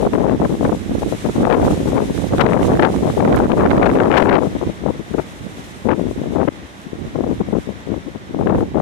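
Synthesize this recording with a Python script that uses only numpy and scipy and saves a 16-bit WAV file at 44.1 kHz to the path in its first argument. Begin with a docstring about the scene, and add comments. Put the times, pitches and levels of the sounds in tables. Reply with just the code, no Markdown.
"""A tropical storm on a hillside above a bay. From the start, gusts sweep eddies (swirls of air) over
two microphone ports, the left one facing the wind, while palm fronds thrash and hiss nearby. From about
2.4 to 4.4 s a big blast rasps over the ports and drives the recorder into its limiter; midway, a leaflet
cracks. Then the wind comes in weaker fits and the fronds fade as the microphone turns away, until gusts
pick up again near 8.4 s. Behind it all, the storm roars steadily in distant trees."""
import sys
import numpy as np
from scipy import signal
from scipy.fft import rfft, irfft, next_fast_len
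from scipy.io import wavfile
from scipy.ndimage import uniform_filter1d, minimum_filter1d, map_coordinates

SR = 44100
rng = np.random.default_rng(int(sys.argv[2]) if len(sys.argv) > 2 else 0)


def dump(signal):
    """Clip the signal to [-1, 1] and save it as 16-bit WAV at the path in sys.argv[1]."""
    limited = np.clip(np.atleast_2d(signal).T, -1, 1)
    pcm = np.round(limited * 32767).astype(np.int16)
    wavfile.write(sys.argv[1], SR, pcm)


N = 388521
TIME = np.arange(N) / SR
MODERATE_DB = -20   # strength of a moderate wind

# The wind under the gusts. Each row: time in seconds, strength in dB at the left port, then the right.
WIND = [(0, -27.5, -23.5), (0.7, -26, -24.5), (0.82, -33, -25), (0.95, -23.5, -24), (1.1, -23.5, -26),
        (1.2, -39, -35), (1.4, -25, -23.5), (2.05, -21.5, -22), (2.2, -33, -21.5), (2.45, -18.5, -19.5),
        (2.9, -18, -19.5), (3.14, -28, -20), (3.3, -25, -18.5), (4.1, -22, -19), (4.48, -22, -27),
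        (4.75, -39, -34), (5.1, -44, -38.5), (5.3, -35, -38), (5.8, -44, -39), (6.15, -35, -28),
        (6.8, -52.5, -47.5), (7.3, -29, -25.5), (7.8, -38, -42), (8.28, -39.5, -41), (8.45, -28.5, -24.5),
        (8.81, -35.5, -28)]
# Gusts break over a port, hold and let go.
# Each row: start in seconds, length in seconds, strength in dB, port (0 left, 1 right).
GUSTS = [(0, 0.069, -12, 0), (.135, 0.22, -12.5, 0), (.4, 0.063, -18, 1), (.411, 0.029, -11, 0),
         (0.494, 0.059, -15.5, 0), (.628, .052, -12.8, 0), (0.641, 0.062, -14, 1), (.722, 0.025, -12.5, 0),
         (0.891, .04, -21, 0), (0.916, .06, -21.5, 1), (1.12, 0.026, -14.5, 0), (1.246, 0.023, -10.5, 0),
         (1.355, 0.37, -14.5, 0), (1.371, 0.087, -15.5, 1), (1.471, 0.16, -13.5, 0), (1.502, .048, -6, 0),
         (1.564, 0.18, -14.5, 1), (1.754, 0.076, -20, 0), (1.86, .04, -14.5, 0), (1.919, .11, -13, 0),
         (2.16, 0.099, -19.5, 1), (2.322, .03, -12.5, 0), (2.387, 0.23, -10.5, 0), (2.396, .022, -2.5, 0),
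         (2.624, .17, -14.5, 1), (2.684, 0.071, -11, 0), (2.791, 0.1, -11.5, 0), (2.823, 0.041, -4.5, 0),
         (2.924, 0.069, -18, 1), (3.025, 0.076, -13, 0), (3.172, 0.19, -11, 0), (3.23, .24, -15.5, 1),
         (3.399, 0.058, -9.5, 0), (3.492, 0.056, -9, 0), (3.572, 0.1, -8.5, 0), (3.595, 0.25, -13, 1),
         (3.709, 0.048, -9, 0), (3.773, .16, -11, 0), (3.822, .055, -8.5, 0), (3.867, .22, -17.5, 1),
         (3.954, 0.13, -8.5, 0), (4.101, 0.15, -8, 0), (4.13, .058, -6, 0), (4.17, .015, -0.5, 0),
         (4.258, .042, -7, 0), (4.26, .09, -17, 1), (4.313, 0.059, -4.5, 0), (4.405, 0.066, -13, 0),
         (4.612, 0.029, -16, 0), (4.675, 0.028, -18, 0), (4.815, 0.029, -21, 0), (4.859, .048, -12.5, 0),
         (5.14, 0.013, -11.5, 0), (5.182, 0.017, -11, 0), (5.408, .07, -27, 1), (5.856, 0.041, -12, 0),
         (5.888, 0.05, -6.5, 0), (5.95, .17, -19.5, 0), (6.175, 0.17, -20.5, 0), (6.348, 0.099, -11.8, 0),
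         (6.51, 0.14, -33, 0), (6.969, .093, -25.5, 1), (7.152, 0.19, -17, 0), (7.46, 0.053, -23, 0),
         (7.53, 0.058, -15.5, 0), (7.674, 0.046, -19.5, 0), (7.867, 0.12, -21, 0), (7.902, 0.034, -19, 0),
         (8.058, 0.043, -22.5, 0), (8.337, 0.041, -20.5, 0), (8.387, 0.053, -14, 0), (8.468, 0.08, -10, 0),
         (8.401, .23, -23.5, 1), (8.553, 0.089, -14, 0), (8.747, 0.057, -12, 0)]
# Single swirls slap a port. Each row: time in seconds, strength in dB, port (0 left, 1 right).
SLAPS = [(.072, -11.5, 1), (.14, -12, 0), (.154, -9, 0), (.292, -11.5, 0), (.331, -11, 0), (.453, -7.8, 0),
         (.607, -15, 0), (0.652, -7.5, 0), (1.03, -11, 0), (1.067, -14, 1), (1.293, -11.5, 1),
         (1.296, -15.5, 0), (1.449, -10, 0), (1.652, -10.5, 0), (1.982, -9, 0), (2.102, -15.5, 0),
         (2.334, -12.5, 1), (2.379, -10, 1), (2.412, 1.5, 0), (2.441, -9.5, 1), (2.464, -4, 0),
         (2.545, -9, 0), (2.628, -9, 1), (2.798, -2.5, 0), (2.83, -8, 1), (3.206, -4.5, 0), (3.252, -8, 1),
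         (3.33, -8, 1), (3.374, -6.5, 1), (3.403, -9, 0), (3.653, -5, 0), (3.712, -2, 1), (3.78, -5.5, 0),
         (3.829, -6, 0), (3.865, -6, 0), (3.898, -7.5, 0), (3.958, -8, 0), (4.005, -7, 0), (4.114, -6, 0),
         (4.179, 2, 0), (4.203, -6.5, 0), (4.223, -1.5, 0), (4.294, -2.5, 0), (4.387, -3.5, 0),
         (4.561, -14.5, 0), (4.667, -18, 1), (4.952, -22, 0), (5.001, -17, 0), (5.114, -22, 0),
         (5.188, -11.5, 0), (5.59, -24, 0), (6.003, -16.5, 0), (6.417, -9, 0), (6.483, -3.5, 0),
         (6.872, -25, 0), (6.94, -19.5, 0), (7.069, -22, 0), (7.158, -13.5, 0), (7.311, -14.5, 0),
         (7.409, -10.5, 0), (7.535, -10.5, 0), (8.157, -18.5, 0), (8.304, -22, 0), (8.472, -10.5, 0),
         (8.552, -9.5, 1)]

def flow_on(port, attack_s=.011, release_s=.022, bulge_db=1.5, slap_s=.0105, doubling_db=18):
    """Wind, gusts and slaps add up to the strength of the flow on one port, in dB."""
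    power = from_db(in_time(WIND)[port]) ** 2
    for start, length, strength_db, side in GUSTS:
        if round(side) == port:
            near = slice(*np.searchsorted(TIME, [start - 2 * attack_s, start + length + 2 * release_s]))
            age = TIME[near] - start
            edges_db = 20 * (np.minimum(age, 0) / attack_s + np.minimum(length - age, 0) / release_s)
            swell_db = bulge_db * (.5 - np.clip(2 * age / length - 1, -1, 1) ** 2)
            power[near] += from_db(strength_db + edges_db + swell_db) ** 2
    for peak_s, strength_db, side in SLAPS:
        if round(side) == port:
            length = slap_s * 2 ** (-strength_db / doubling_db)   # weak ones drift by as soft puffs
            near = slice(*np.searchsorted(TIME, [peak_s - 2 * length, peak_s + 2 * length]))
            passage = 2 * (TIME[near] - peak_s) / length
            power[near] += from_db(strength_db) ** 2 / 2 ** (2 * passage ** 2)
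    return 10 * np.log10(power)


# The tone of the eddies in a moderate wind. Each row: frequency in Hz, relative level in dB.
EDDY_SPECTRUM = [(40, -0.5), (150, 2.5), (270, 0.5), (400, -4), (600, -13), (1000, -29.5), (2000, -54),
                 (4000, -74), (10000, -107)]

def buffeting(flow_db, flutter_db, flutter_hz, calm_speed, gust_speed, port_hz, level_db,
              swirl_db=2.5, clump_db=4.0):
    """A fixed pattern of eddies sweeps over the port: faster flow sounds both louder and higher."""
    # light wind comes in fits, a full blast is steadier; the flow stalls more deeply than it surges
    fitful = .75 - .28 * np.tanh((flow_db + 8) / 4)
    strength_db = flow_db + flutter_db * fitful * capped(flutter(*flutter_hz), top=1.7)
    # the tight core of a swirl whips past faster still
    core_db = swirl_db * fitful * capped(flutter(40.9, 253.4), top=2.1)
    speed = calm_speed + gust_speed * from_db(.78 * (strength_db - MODERATE_DB) + core_db)
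    # strong eddies come in clumps
    clumps = from_db(clump_db * np.concatenate([flutter(59, 196), flutter(48, 172)]))
    pattern = colour(rng.standard_normal(2 * N) * clumps, EDDY_SPECTRUM)
    pressure = sweep(pattern, speed) * from_db(strength_db + level_db)
    # eddies much larger than the port press on it only weakly
    return cut(pressure, "high", port_hz, order=2)


# The tone of tearing air in a hard blast. Each row: frequency in Hz, relative level in dB.
RASP_SPECTRUM = [(600, -3.5), (1200, 5), (2000, -3.5), (3000, -14), (4000, -25.5), (7000, -42),
                 (14000, -54)]

def rasp(flow_db, onset_db, softness_db, rough_db, level_db, blast_db=-4):
    """Hard blasts tear off the port's edge in ragged spits, which sound higher the harder it blows."""
    ragged_db = flow_db + rough_db * flutter(24.07, 141)
    torn_share = (1 + np.tanh((ragged_db - onset_db) / (2 * softness_db))) / 2
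    speed = np.clip(from_db(.6 * (ragged_db - blast_db)), .5, 1.33)
    pattern = colour(rng.standard_normal(N), RASP_SPECTRUM)
    tearing = rms_one(sweep(pattern, speed))
    return tearing * torn_share * from_db(ragged_db + level_db)


# The tone of the churning air behind the housing. Each row: frequency in Hz, relative level in dB.
RUMBLE_SPECTRUM = [(20, -30), (35, -25), (50, -3.5), (68, -1), (100, -2.5), (160, -15), (300, -5.5),
                   (800, -60)]

def rumble(flow_db, level_db, growth, memory_s):
    """Air churns behind the whole housing: a deep rumble that follows the gusts sluggishly."""
    slow_db = uniform_filter1d(flow_db, int(memory_s * SR))
    wake = colour(rng.standard_normal(N), RUMBLE_SPECTRUM)
    return wake * from_db(level_db + growth * (slow_db - MODERATE_DB))


# Palm fronds, fading as the microphone turns away.
# Each row: time in seconds, level in dB, how much louder the left side is in dB.
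FROND_LEVELS = [(0, -44, 5.5), (0.3, -46.5, 2), (0.65, -43.5, 2.5), (1.0, -43.5, 2), (1.1, -41, 1),
                (2.2, -41.5, 1), (2.95, -42, 1), (3.7, -42.5, -1.5), (4.45, -44.5, 2), (4.8, -49.5, 0.5),
                (5.6, -45.5, 1.5), (6.6, -50, -1), (7.6, -52, -8), (8.81, -53, -1)]
# A frond whips round with a swish. Each row: time in seconds, extra level in dB.
SWISHES = [(0.67, 2.5), (1.1, 1.5), (1.35, 1), (1.69, 3), (2.19, 2), (2.65, 2.5), (7.61, 3.5), (8.58, 5)]
# The basic tone of rustling leaves. Each row: frequency in Hz, relative level in dB.
LEAF_SPECTRUM = [(400, -20), (1500, 7.5), (2600, 8), (3900, 5.5), (4500, -0.5), (6500, 1), (9500, -3.5),
                 (12000, -9.5), (14500, -17)]

def fronds(ticks_per_s=2500, tick_share=0.81, swish_s=0.047, flap_db=1.35, flap_hz=16, tilt_db=4):
    """Leaflets rub in a smooth hiss and slap each other in ticks, more often as they thrash harder."""
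    rustle_db, pan_db = in_time(FROND_LEVELS)
    rustle_db = rustle_db + sum(db / (1 + ((TIME - s) / swish_s) ** 4) for s, db in SWISHES)
    hits = rng.random((2, N)) < ticks_per_s * from_db(rustle_db - rustle_db.mean()) / SR
    size_db = 2.5 * np.minimum(rng.exponential(1, (2, N)), 5)
    ticks = rms_one(hits * from_db(size_db) * rng.choice([-1, 1], (2, N)))
    rustle = colour(rng.standard_normal((2, N)) + tick_share * ticks, LEAF_SPECTRUM)
    dull = cut(rustle, "low", 7000, order=1)
    brightened = dull * from_db(-tilt_db) + (rustle - dull) * from_db(tilt_db)
    return panned(brightened * from_db(rustle_db + flap_db * drift(flap_hz)), pan_db)


# A crack close by. Each row: start in seconds, level in dB.
LEAF_CRACKS = [(3.361, -26)]

def leaf_cracks(decay_s=0.0021, lowest_hz=5000):
    """A stiff leaflet cracks in a brief, bright burst of noise."""
    bursts = sum(from_db(db) * np.exp(-np.abs(TIME - s) / decay_s) * (TIME >= s) for s, db in LEAF_CRACKS)
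    return cut(bursts * rng.standard_normal((2, N)) + 1e-18, "high", lowest_hz, order=2)


# Wind in far trees. Each row: time in seconds, level in dB, how much louder the left side is in dB.
TREE_LEVELS = [(0, -40, -7), (1.1, -37, -3), (2.3, -35.5, -0.5), (4.5, -37, 0), (5.6, -39, -2),
               (8, -39, 0.5), (8.8, -42, -2)]
# The tone of their roar. Each row: frequency in Hz, relative level in dB.
ROAR_SPECTRUM = [(60, -12), (200, 8), (500, 2.5), (1000, -1), (1500, -2.5), (2000, -2), (2700, -9.5),
                 (3700, -8.5), (4500, -18.5), (6000, -17), (14000, -47)]
# How alike left and right are. Each row: frequency in Hz, likeness (1 the same, -1 opposite).
ROAR_LIKENESS = [(100, 0.9), (620, 0.57), (1350, -0.64), (2900, 0.22), (6000, -0.11)]

def distant_trees(sway_db=0.75, sway_hz=6):
    """Trees all round blend into a smooth roar, alike on both sides only in its low part."""
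    roar_db, pan_db = in_time(TREE_LEVELS)
    size = next_fast_len(N)
    alike = np.clip(at_hz(ROAR_LIKENESS, np.arange(size // 2 + 1) * SR / size), -1, 1)
    mid, side = rfft(rng.standard_normal((2, size)))
    pair = irfft(np.sqrt(1 + alike) * mid + np.sqrt(1 - alike) * side * [[1], [-1]], size)[:, :N]
    return panned(colour(pair, ROAR_SPECTRUM) * from_db(roar_db + sway_db * drift(sway_hz)), pan_db)


def from_db(db):
    """Turn decibels into a volume factor."""
    return 10 ** (np.asarray(db) / 20)


def rms_one(x):
    """Scale a signal to an average (rms) size of 1."""
    return x / np.sqrt(np.mean(x ** 2) + 1e-20)


def in_time(rows):
    """Join a table's timed rows into one curve per column."""
    seconds, *columns = np.transpose(rows)
    return [np.interp(TIME, seconds, column) for column in columns]


def at_hz(points, hz):
    """Read a table between its frequencies, on a log scale."""
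    known_hz, values = np.transpose(points)
    return np.interp(np.log(hz + 1), np.log(known_hz), values)


def colour(x, spectrum):
    """Give a noise the tone in a table, at an average size of 1."""
    size = next_fast_len(x.shape[-1])
    hz = np.arange(size // 2 + 1) * SR / size
    shaped = rfft(x, size) * from_db(at_hz(spectrum, hz))
    return rms_one(irfft(shaped, size)[..., :x.shape[-1]])


def cut(x, kind, hz, order):
    """Keep the "low" or the "high" part of a sound."""
    return signal.sosfilt(signal.butter(order, hz, kind, fs=SR, output="sos"), x)


def sweep(pattern, speed):
    """Play a looped pattern at a changing speed."""
    return map_coordinates(pattern, [np.cumsum(speed)], order=3, mode="wrap")


def flutter(low_hz, high_hz):
    """A quick random wobble between two rates, about 1 in size."""
    slowed = cut(rng.standard_normal(N), "low", high_hz, order=3)
    return rms_one(cut(slowed, "high", low_hz, order=2))


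def drift(rate_hz, step=40):
    """A slow random wander, about 1 in size."""
    pole = np.exp(-2 * np.pi * rate_hz * step / SR)
    noise = rng.standard_normal(N // step + 2002)
    slow = signal.lfilter([1], [1, -2 * pole, pole * pole], noise)[2000:]
    return np.interp(np.arange(N) / step, np.arange(len(slow)), rms_one(slow))


def capped(x, top):
    """Rises level off towards a top; falls stay as they are."""
    return np.where(x > 0, top * np.tanh(x / top), x)


def panned(x, pan_db):
    """Share a sound between left and right."""
    return x * from_db(np.array([pan_db, -pan_db]) / 2)


def gain_control(x, threshold_db, release_db_per_s, attack_s, range_db):
    """The louder side turns both sides down by a few dB; the volume then recovers."""
    power = np.abs(uniform_filter1d(x ** 2, int(attack_s * SR))).max(axis=0)
    over_db = np.clip(10 * np.log10(power + 1e-12) - threshold_db, 0, range_db)
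    recovery_db = release_db_per_s * TIME
    down_db = np.maximum.accumulate(over_db + recovery_db) - recovery_db
    return x * from_db(-uniform_filter1d(down_db, size=200))


def limiter(x, ceiling, hold_s):
    """Each side's peaks are pressed smoothly under a ceiling."""
    span = int(hold_s * SR)
    gain = minimum_filter1d(ceiling / np.maximum(np.abs(x), ceiling), 2 * span)
    return x * uniform_filter1d(uniform_filter1d(gain, span), span)


def scene():
    """Each port has its own wind noise; both hear the fronds and the trees."""
    left_db, right_db = flow_on(0), flow_on(1)
    left = buffeting(left_db, flutter_db=3.0, flutter_hz=(17.65, 90.5),
                     calm_speed=.6, gust_speed=.4, port_hz=153, level_db=1.65)
    right = buffeting(right_db, flutter_db=4.0, flutter_hz=(9.9, 59.74),
                      calm_speed=.62, gust_speed=.38, port_hz=107, level_db=1.05)
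    left += rasp(left_db, onset_db=-5.0, softness_db=1.84, rough_db=2.5, level_db=-8.5)
    right += rasp(right_db, onset_db=-8.5, softness_db=1.0, rough_db=4.0, level_db=-13.5)
    left += rumble(left_db, level_db=-30, growth=0.49, memory_s=0.03)
    right += rumble(right_db, level_db=-24, growth=0.85, memory_s=0.065)
    return np.array([left, right]) + fronds() + leaf_cracks() + distant_trees()


def record(dry):
    """The hardest slaps overload the microphone; the recorder tames peaks and cuts the top treble."""
    overload, cutoff_hz = 2.05, 14400
    clipped = np.clip(dry, -overload, overload)
    held = gain_control(clipped, threshold_db=-10, release_db_per_s=107, attack_s=0.013, range_db=4.5)
    limited = limiter(held, ceiling=.72, hold_s=.0003)
    return signal.sosfilt(signal.ellip(12, .1, 90, cutoff_hz, fs=SR, output="sos"), limited)


dry = scene()
out = record(dry)
dump(out)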